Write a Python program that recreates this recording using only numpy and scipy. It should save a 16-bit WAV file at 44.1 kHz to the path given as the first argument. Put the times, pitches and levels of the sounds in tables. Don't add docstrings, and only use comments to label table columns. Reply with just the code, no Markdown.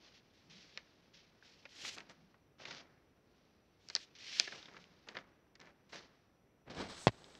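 import sys
import numpy as np
from scipy import signal
from scipy.fft import rfft, irfft
from scipy.io import wavfile

SR = 44100
rng = np.random.default_rng(int(sys.argv[2]) if len(sys.argv) > 2 else 0)


def master_out(mix):
    frames = np.transpose(np.atleast_2d(mix))
    ceiling = np.clip(frames, -1, 1)
    pcm = np.round(ceiling * 32767).astype(np.int16)
    wavfile.write(sys.argv[1], SR, pcm)


N = 325899
TIME = np.arange(N) / SR


def amp(db):
    return 10 ** (np.asarray(db) / 20)


def unit(x):
    return x / np.sqrt(np.mean(x ** 2) + 1e-20)


def fader(points):
    times, db = np.transpose(points)
    return amp(np.interp(TIME, times, db, left=-200, right=-200))


def add(mix, start_s, sound):
    part = mix[round(start_s * SR):][:len(sound)]
    part += sound[:len(part)]


def colour(x, eq, size=2048):
    hz, db = np.transpose(eq)
    bins_hz = abs(np.fft.fftfreq(size, 1 / SR))
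    log_gain = np.log(amp(np.interp(np.log(bins_hz + 1), np.log(hz + 1), db)))
    taps = np.fft.ifft(np.exp(np.conj(signal.hilbert(log_gain)))).real
    return signal.oaconvolve(x, taps / np.linalg.norm(taps))[:len(x)]


def wander(rate_hz):
    hz = np.fft.rfftfreq(N, 1 / SR)
    return unit(irfft(rfft(rng.standard_normal(N)) / (1 + (hz / rate_hz) ** 4), N))


def wavering_tone(centre_hz, width_hz):
    detune = 2 * (np.fft.rfftfreq(N, 1 / SR) - centre_hz) / width_hz
    return unit(irfft(rfft(rng.standard_normal(N)) / (1 + detune ** 2), N))


def friction(eq, slips_per_s, spread_db, bunching, catch_hz):
    sizes = amp(spread_db * np.minimum(rng.exponential(1, N), 4))
    slips = rng.choice([-1, 1], N) * sizes * (rng.random(N) < slips_per_s / SR)
    grip = 1 + bunching * np.tanh(wander(catch_hz))
    return unit(colour(slips * grip, eq))


def strokes(rows, exponents, catch_s=0.002, stop_s=0.014):
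    power = np.zeros((3, N))
    for start, rise_s, fall_s, top_db, rise_db, fall_db, second_db, third_db in rows:
        top = start + rise_s
        end = top + fall_s
        effort = amp(np.interp(TIME, [start, top, end], [-rise_db, 0, -fall_db]))
        effort *= np.clip((TIME - start) / catch_s, 0, 1)
        effort *= np.exp(-np.clip(TIME - end, 0, 1) / stop_s)
        for layer, offset_db in enumerate([0, second_db, third_db]):
            power[layer] += (amp(top_db + offset_db) * effort ** exponents[layer]) ** 2
    return np.sqrt(power)


# (frequency [Hz], EQ gain [dB])
ROOM_TONE_EQ = [(20, -15), (33, -5), (60, 2), (150, 3), (400, -0.5), (600, -5), (1000, -11), (2300, -16.5),
                (3500, -23), (6000, -31), (7200, -34.5), (15000, -35.5)]
def room_tone(level_db=-71.5):
    return amp(level_db) * unit(colour(rng.standard_normal(N), ROOM_TONE_EQ))


# (frequency [Hz], level [dB])
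WHINE_TONES = [(5850, -95), (5319, -101), (11200, -113), (11500, -109), (11703, -103.5)]
def electronics_whine(skirt_db=-4):
    out = np.zeros(N)
    for hz, db in WHINE_TONES:
        tone = np.sqrt(2) * np.sin(2 * np.pi * hz * TIME)
        out += amp(db) * (tone + amp(skirt_db) * wavering_tone(hz, width_hz=110))
    return out


# (time [s], length [s], pitch [Hz], level at the crest [dB])
LOW_SWELLS = [(.40, 0.3, 180, -67), (2.12, 0.23, 194, -68.5), (4.6, 0.45, 175, -71)]
def low_swells():
    out = np.zeros(N)
    for start, length_s, hz, db in LOW_SWELLS:
        size = round(length_s * SR)
        tone = unit(wavering_tone(hz, width_hz=50)[:size])
        add(out, start, amp(db) * tone * np.hanning(size))
    return out


# (frequency [Hz], EQ gain [dB])
RUMBLE_EQ = [(25, -15), (60, -0.5), (150, 5), (400, 2.5), (700, 0.5), (1000, -5.5), (2200, -9), (4000, -20),
             (9000, -59)]
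SKIN_EQ = [(200, -1.5), (1200, 2.5), (2400, -2), (4000, 4), (5600, -2), (7000, -13.5), (8500, -27),
           (10000, -36), (15000, -45)]
WHISTLE_EQ = [(3000, -14), (6300, -3.5), (7400, -4.5), (8000, 2), (8500, -10), (9500, -15), (11000, -24),
              (15000, -37)]
# (time [s], rise [s], fall [s],
# top rumble level [dB], rise [dB], fall [dB], skin offset [dB], whistle offset [dB])
HAND_STROKES = [ (6.655, 0.028, .006, -54.5, 26.5, 7, -18, -42),
                (6.697, 0.0065, 0.037, -49, 4, 10, -7.5, -41),
                (6.745, .065, 0.074, -43.5, 12.5, 15.5, -6.5, -28.5),
                (6.885, 0.016, 0.064, -55.5, 7, 7, 2, -13.5), (6.965, 0.0091, 0.011, -60, 5, 3, 6.5, -6),
                (6.99, 0.033, 0.033, -65.5, 1, 2, 6.5, 2), (7.115, 0.25, .13, -66.5, 1, 2, -3, -14.5)]
def hand_rub():
    rumble = friction(RUMBLE_EQ, slips_per_s=2400, spread_db=1.0, bunching=0.17, catch_hz=50)
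    skin = friction(SKIN_EQ, slips_per_s=7600, spread_db=2.0, bunching=0.22, catch_hz=61)
    whistle = friction(WHISTLE_EQ, slips_per_s=12000, spread_db=-1.0, bunching=0.19, catch_hz=59.4)
    pressing, rubbing, whistling = strokes(HAND_STROKES, exponents=(1, 0.88, 0.61))
    return rumble * pressing * amp(2.3) + skin * rubbing * amp(1.5) + whistle * whistling * amp(6.5)


# (time [s], level before filtering [dB], contact time [ms])
FINGER_BLOWS = [(7.07, -7, 0.25), (7.082, -26, 0.04), (7.088, -32, 0.092), (7.0926, -29.5, 0.4)]
# (frequency [Hz], level before filtering [dB], time to fall 60 dB [s])
CASE_MODES = [(111, -20, 0.054), (283, -55, 0.024)]
# (time [s], level [dB])
SKID_FADER = [(7.0695, -62), (7.0710, -16.5), (7.0735, -38), (7.077, -29.5), (7.081, -23.5), (7.084, -40),
              (7.092, -48), (7.102, -62), (7.11, -68)]
# (frequency [Hz], EQ gain [dB])
SKID_EQ = [(20, -49), (50, -22), (90, 8), (300, 3), (1000, 0), (2500, -4.5), (4500, -7.5), (6000, -22.5),
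           (8000, -24), (10000, -35), (15000, -36)]
def case_knock(thud_delay_s=0.00433, port_hz=58, fingertip_hz=7000, rebound=0.094):
    out, t = np.zeros(N), np.arange(SR // 5) / SR
    for start, db, contact_ms in FINGER_BLOWS:
        contacts = t / (contact_ms / 1000)
        push = contacts * np.exp(1 - contacts)
        recoil = (contacts / 7 * np.exp(1 - contacts / 7)) ** 2
        add(out, start, amp(db) * (push - rebound * recoil))
    for hz, db, t60 in CASE_MODES:
        thud = amp(db - 60 * t / t60) * np.sin(2 * np.pi * hz * t)
        add(out, FINGER_BLOWS[0][0] + thud_delay_s, thud)
    skid = friction(SKID_EQ, slips_per_s=7900, spread_db=0.5, bunching=0.15, catch_hz=300)
    out += fader(SKID_FADER) * skid
    return signal.sosfilt(signal.butter(3, [port_hz, fingertip_hz], "bandpass", fs=SR, output="sos"), out)


# (frequency [Hz], EQ gain [dB])
SHEET_EQ = [(25, -46), (60, -23.5), (200, -15), (600, -4.5), (1000, -9.5), (1900, 0), (3000, -7),
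            (5000, -4.5), (6500, -12), (8500, -39.5), (15000, -49)]
def sheet_flutter(t, split_hz=2600, low_decay_s=0.0069, high_decay_s=0.0035, high_db=2):
    waves = colour(rng.standard_normal(len(t)), SHEET_EQ)
    low = signal.sosfiltfilt(signal.butter(2, split_hz, fs=SR, output="sos"), waves)
    return low * np.exp(-t / low_decay_s) + amp(high_db) * (waves - low) * np.exp(-t / high_decay_s)


def crease_crackle():
    return friction(SHEET_EQ, slips_per_s=230, spread_db=5.5, bunching=0.23, catch_hz=30)


def tremble(envelope, tail_db, settle_s=0.084):
    pole = np.exp(-1 / (settle_s * SR))
    tail_power = signal.lfilter([1 - pole], [1, -pole], envelope ** 2)
    return np.sqrt(envelope ** 2 + amp(tail_db) ** 2 * tail_power)


# (frequency [Hz], EQ gain [dB])
HISS_EQ = [(300, -34), (1000, -23.5), (1700, -3.5), (2400, 1), (3200, 1.5), (4400, 1.5), (5700, -1),
           (6600, -11.5), (7600, -27.5), (9000, -43.5), (15000, -59)]
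RUSTLE_EQ = [(25, -34), (60, -12.5), (150, 5), (300, 6), (600, 3), (1000, 0.5), (1700, 1), (2400, -3.5),
             (3500, -14), (6000, -25), (10000, -56)]
FIZZ_EQ = [(3000, -25.5), (6000, 14), (7300, 10.5), (8300, 1.5), (9500, -5.5), (12000, -9), (14000, -21),
           (16000, -40.5)]
# (time [s], rise [s], fall [s],
# top hiss level [dB], rise [dB], fall [dB], rustle offset [dB], fizz offset [dB])
PAPER_STROKES = [ (0.0, 0.068, 0.055, -64, 7.5, 7.5, -12, -39), (0.12, 0.037, 0.032, -64.5, 8, 2, -22, -43),
                 (0.335, .02, 0.12, -75, -5, -0.5, -26, -26), (0.497, .055, .25, -61, 0.5, 8, -19, -31),
                 (1.133, 0.012, 0.15, -63, 7, 15, -17, -44), (1.41, 0.043, 0.41, -64.5, 15, 16, -16.5, -26),
                 (1.69, 0.1886, 0.015, -46, 20.5, 0, -18, -14.5),
                 (1.908, 0.044, .012, -51.5, 4.5, 15, -19, -15),
                 (1.965, 0.029, 0.059, -72, -3.5, 17, 7.5, -8.5),
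                 (2.091, 0.011, 0.019, -62, 7.5, 8.5, -2.5, -15),
                 (2.583, 0.026, 0.029, -60, 11.5, 1, -2.5, -30), (2.65, 0.087, 0.07, -54, 2.5, 5, -8, -35),
                 (3.80, .06, .04, -72, 7, -3, -19, -21), (3.9, .1, 0.039, -59.5, 5, -0.5, -21.5, -21),
                 (4.151, 0.0055, 0.023, -57.5, -1, 5.5, -22, -38),
                 (4.185, 0.21, 0.11, -44, 12.5, 11, -23.5, -24),
                 (4.51, 0.054, 0.14, -55, -0.5, 16, -11.5, -25.5),
                 (4.68, 0.087, 0.02, -73.5, 3.5, 5, 8, -20), (4.79, 0.031, 0.051, -67, 5, 11, -26, -24),
                 (5.068, 0.028, 0.028, -71, 3.5, 3.5, 6, -17), (5.145, 0.029, 0.039, -70.5, -1, 7, 10, -24),
                 (5.595, 0.055, 0.046, -75.5, 0, 2.5, 7.5, -22), (5.891, 0.014, .015, -69, 2, 3, -6.5, -15),
                 (5.921, 0.015, 0.13, -51.5, 10.5, 19.5, -7.5, -23)]
# (time [s], level before the mix trims [dB])
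CREEP_FADER = [(0, -81.5), (.7, -73.5), (.85, -73.5), (1.1, -77.5), (2.2, -78), (2.55, -94), (3.2, -88),
               (3.38, -79.5), (3.65, -84.5), (4.1, -76), (5.04, -75), (5.45, -92.5), (6.15, -81.5),
               (6.5, -100)]
def sliding_sheets():
    hiss = friction(HISS_EQ, slips_per_s=12000, spread_db=1.5, bunching=0.28, catch_hz=60)
    rustle = friction(RUSTLE_EQ, slips_per_s=3500, spread_db=3.5, bunching=0.22, catch_hz=45)
    fizz = friction(FIZZ_EQ, slips_per_s=33900, spread_db=5.5, bunching=0.16, catch_hz=70)
    sliding, bending, dragging = strokes(PAPER_STROKES, exponents=(1, 1, 1.4))
    creep = fader(CREEP_FADER)
    return (hiss * np.hypot(tremble(sliding, tail_db=-21), creep) * amp(-0.5)
            + rustle * np.hypot(tremble(bending, tail_db=-8.5), creep * amp(-6)) * amp(5.5)
            + crease_crackle() * bending * amp(-1.5)
            + fizz * dragging * amp(7.5))


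# (frequency [Hz], EQ gain [dB])
CRACK_EQ = [(80, -21), (300, -24.5), (1000, -23), (2200, 1), (4500, 6), (6300, 3), (7500, -8.5),
            (9000, -25.5), (12000, -14), (16000, -62)]
def snap(hz, swell_ms, crack_db, flutter_db, sag=0.093, cutoff_ratio=1.83):
    t = np.arange(SR // 10) / SR
    swell_s = swell_ms / 1000
    age = t / swell_s
    pitch_hz = hz * (1 + sag * (1 - np.minimum(age, 4)))
    patch = (age * np.exp(1 - age)) ** 2 * np.sin(2 * np.pi * np.cumsum(pitch_hz) / SR)
    flips = np.zeros(len(t))
    flips[0] = 0.74
    add(flips, 1.7 * swell_s, -np.ones(1))
    crack = amp(crack_db) * colour(flips, CRACK_EQ)
    flutter = amp(flutter_db) * sheet_flutter(t) * (1 - np.exp(-age))
    lowpass = signal.butter(3, cutoff_ratio * hz, fs=SR, output="sos")
    return 0.72 * patch + signal.sosfilt(lowpass, crack + flutter)


# (time [s], gain [dB], pitch [Hz], swell time [ms], crack gain [dB], flutter gain [dB])
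BUCKLES = [ (0.7749, -30.5, 2420, 0.37, 11, -13), (1.425, -50.5, 1690, 1.5, -7, -9),
           (1.6538, -40, 1900, 0.18, -16, -4.5), (1.8486, -34.5, 2200, 0.28, 0, -4),
           (1.977, -42, 1420, 1.3, 13, -2), (1.9826, -44.5, 2780, .8, 18.5, -2),
           (2.0044, -40.5, 2660, 0.34, 3, -10.5), (2.343, -54, 1290, 0.81, -8, -5),
           (2.654, -36.5, 2140, .7, 12.5, -5.5), (2.7089, -35, 3580, 0.38, -8, -4),
           (3.8872, -34, 5230, .35, 0, -29), (3.8999, -28.5, 4600, 0.39, -6, -16),
           (3.9517, -11, 4930, .45, -3.5, -26.5), (3.9627, -22, 4540, 0.58, 0, -18),
           (4.3978, -12.5, 4910, .62, 10, -21), (4.476, -32.5, 1960, 0.42, 3, -4),
           (4.522, -41.5, 1640, 2.9, -2, 2), (4.5448, -46.5, 1370, 1.9, -2, -1),
           (4.627, -44, 3770, 1.2, 1, -10), (4.656, -46.5, 3620, 1.5, 3, -5),
           (4.6842, -47, 1900, 0.43, -2, -3), (4.745, -50, 1370, 1.7, -6, -10),
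           (4.7666, -42.5, 1550, 0.56, 14, -3), (4.8416, -45.5, 2960, .33, -1, -25),
           (5.076, -44, 1100, .4, -3, -14), (5.0871, -40, 3290, .3, 9.5, -3.5),
           (5.151, -45.5, 1720, 2.2, -10, 3), (5.1691, -34.5, 2130, 0.27, 8, -1.5),
           (5.1877, -34, 1600, 0.3, 7, -27), (5.554, -57.5, 4230, 1.2, 17, 1.5),
           (5.6016, -52.5, 4530, 0.36, 15, -18), (5.615, -54, 2000, 0.48, 7, -6),
           (5.672, -53, 2200, 0.83, -3, -4), (5.93, -43.5, 1900, 0.48, -3, 0.5),
           (7.243, -47.5, 3520, .4, 9.5, -17.5), (7.3518, -44.5, 2310, 0.28, 11, -13)]
def buckling_sheets():
    out = np.zeros(N)
    for start, db, *shape in BUCKLES:
        add(out, start, amp(db) * snap(*shape))
    return out


def soft_room(x, t60=0.17, wet_db=-15, absorb_hz=3000):
    t = np.arange(SR // 2) / SR
    echoes = rng.standard_normal(len(t)) * (rng.random(len(t)) < 0.08)
    echoes *= (t > 0.005) * amp(-60 * t / t60)
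    cloth = signal.butter(1, absorb_hz, fs=SR, output="sos")
    tail = signal.sosfilt(cloth, echoes / np.linalg.norm(echoes))
    return x + amp(wet_db) * signal.oaconvolve(x, tail)[:N]


def scene():
    paper = soft_room(sliding_sheets() + buckling_sheets())
    handling = hand_rub() + case_knock()
    background = low_swells() + room_tone() + electronics_whine()
    return np.tile(paper + handling + background, (2, 1))


def record(dry, hiss_db=-98, cutoff_hz=15750):
    noisy = dry + amp(hiss_db) * rng.standard_normal((2, N))
    high_cut = signal.firwin(511, cutoff_hz, window=("kaiser", 9), fs=SR)
    return signal.oaconvolve(noisy, high_cut[None], "same", axes=1)


dry = scene()
out = record(dry)
master_out(out)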